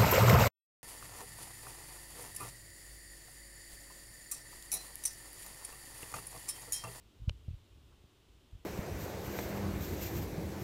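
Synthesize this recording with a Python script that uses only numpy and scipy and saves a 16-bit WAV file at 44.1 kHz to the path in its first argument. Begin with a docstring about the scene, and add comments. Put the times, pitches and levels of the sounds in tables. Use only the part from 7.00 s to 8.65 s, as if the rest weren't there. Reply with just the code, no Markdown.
"""Grip shifting on a hand-held microphone

A quiet room, above a cat lying in a laundry basket. The hand bumps the casing, which answers with
soft, low thumps. Just after the strongest, the plastic scrapes, slips and rings: one short click.
Underneath: steady hiss, low handling rumble and a faint rustle of cloth."""
import sys
import numpy as np
from scipy import signal
from scipy.fft import rfft, irfft
from scipy.io import wavfile

SR = 44100
rng = np.random.default_rng(int(sys.argv[2]) if len(sys.argv) > 2 else 0)


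def put_to_file(sound):
    """Save the sound as 16-bit audio at rate SR, in the file named by the first command-line argument."""
    columns = np.atleast_2d(sound).T  # one column per channel
    safe = np.clip(columns, -1, 1)
    whole_steps = np.round(safe * 32767)
    wavfile.write(sys.argv[1], SR, whole_steps.astype(np.int16))


N = 72765


def from_db(db):
    """Decibels to gain."""
    return 10 ** (np.asarray(db) / 20)


def coloured_noise(spectrum):
    """Unit-rms noise shaped by (frequency [Hz], density [dB]) points."""
    hz, db = np.transpose(spectrum)
    bins_hz = np.maximum(np.arange(N // 2 + 1) * SR / N, 1)
    gain = from_db(np.interp(np.log(bins_hz), np.log(hz), db))
    noise = irfft(rfft(rng.standard_normal(N)) * gain, N)
    return noise / noise.std()


def room_hiss():
    """Steady room tone and hiss."""
    # (frequency [Hz], relative density [dB])
    spectrum = [(30, 14), (100, 9), (200, 12), (330, 14.5), (500, 6), (750, 1.5), (1100, 1.5), (1700, -3.5),
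                (2300, -2.5), (3050, 2.57), (3700, 0.5), (4500, -5), (5100, -5.5), (6300, -8.5), (7300, -8),
                (8500, -10.5), (12000, -15), (15000, -13)]
    return from_db(-67.4) * coloured_noise(spectrum)


def handling_rumble(t):
    """Low noise that follows the restlessness of the hand."""
    # (frequency [Hz], relative density [dB])
    spectrum = [(15, -40), (30, -13.5), (50, 7.5), (85, 2), (130, -4.5), (200, -31), (400, -32.5),
                (1000, -57)]
    # rumble envelope: (time [s], level [dB])
    grip = [(0, -67), (.07, -65.5), (.15, -67.5), (.23, -50.5), (.37, -54.5), (.44, -55.5), (.56, -56.5),
            (.68, -67), (.76, -57), (.87, -61), (.95, -64), (1.15, -69), (1.38, -64.5), (1.48, -67.5),
            (1.6, -61.5), (1.65, -61)]
    level_db = np.interp(t, *np.transpose(grip))
    return from_db(level_db) * coloured_noise(spectrum)


def cloth_rustle(t):
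    """Cloth and skin brushing: Gaussian swells of band noise."""
    # (time [s], peak level [dB], sigma [s], band centre [Hz])
    strokes = [(0.485, -58.5, 0.0038, 437), (0.512, -74.5, 0.04, 2840), (0.929, -71, 0.012, 1070)]
    half_band_oct = 0.37
    out = np.zeros(N)
    for at_s, db, sigma_s, hz in strokes:
        edges_hz = [hz / 2 ** half_band_oct, hz * 2 ** half_band_oct]
        band = signal.butter(2, edges_hz, "band", fs=SR, output="sos")
        rub = signal.sosfilt(band, rng.standard_normal(N))
        swell = np.exp(-.5 * ((t - at_s) / sigma_s) ** 2)
        out += from_db(db) * swell * rub / rub.std()
    return out


def casing_bumps(t):
    """Each smooth push of the hand gives one low, heavily damped swing of the casing."""
    # (time [s], force [dB], contact time [s])
    pushes = [(0.1996, -35, 0.0024), (0.2188, -31, 0.0019), (0.2789, -14, .0016), (0.3054, -28.5, 0.0016),
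              (0.4831, -24, 0.0014), (0.494, -33, .0033), (0.5079, -29, 0.0014), (0.53, -31.5, 0.0025),
              (0.539, -26, 0.0025), (1.0408, -44, 0.00031), (1.53, -31.5, 0.0027), (1.5519, -33.5, 0.0021)]
    thump_hz, low_cut_hz = 103, 28.7
    force = sum(from_db(db) / np.cosh(np.clip((t - at_s) / contact_s, -40, 40))
                for at_s, db, contact_s in pushes)
    swing = signal.lfilter(*signal.iirpeak(thump_hz, Q=1, fs=SR), force)
    return signal.sosfilt(signal.butter(3, low_cut_hz, "high", fs=SR, output="sos"), swing)


def ring(force, hz, t60_s):
    """Damped mode; a unit impulse rings at amplitude 1."""
    radius = from_db(-60 / (t60_s * SR))
    angle_rad = 2 * np.pi * hz / SR
    return signal.lfilter([.5, 0, -.5], [1, -2 * radius * np.cos(angle_rad), radius ** 2], force + 1e-18)


def plastic_click(t):
    """A growing scrape and a quick run of hard slips excite the damped modes of the plastic."""
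    # slips, the last being the snap: (time [s], force [dB])
    slips = [(0.29332, -47.2), (0.29456, -53.3), (0.29483, -48.5), (0.29529, -35.3)]
    # casing modes: (frequency [Hz], gain [dB], t60 [s])
    modes = [(566, -18, 0.018), (804, -13, 0.006), (1310, -14.5, 0.0046), (2396, -28, 0.028),
             (2904, -1, 0.0057), (4100, -16.5, 0.0049), (5520, -21, 0.011), (6870, -30, 0.008),
             (9500, -17, 0.0022)]
    scrape_s, scrape_db, slip_sigma_s = .01, -65, 3e-5
    snap_s = slips[-1][0]
    swell = np.sqrt(np.clip(1 + (t - snap_s) / scrape_s, 0, 1)) * (t < snap_s)
    scrape = from_db(scrape_db) * swell * rng.standard_normal(N)
    pulses = sum(from_db(db) * np.exp(-.5 * ((t - at_s) / slip_sigma_s) ** 2) for at_s, db in slips)
    return sum(from_db(db) * ring(scrape + pulses, hz, t60_s) for hz, db, t60_s in modes)


def scene():
    """Close, dry mono mix."""
    t = np.arange(N) / SR
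    return (room_hiss() + handling_rumble(t) + casing_bumps(t) + plastic_click(t) + cloth_rustle(t))[None]


def record(dry):
    """Steep elliptic low-pass."""
    cutoff_hz = 15400
    return signal.sosfilt(signal.ellip(12, .1, 70, cutoff_hz, fs=SR, output="sos"), dry)


dry = scene()
out = record(dry)
put_to_file(out)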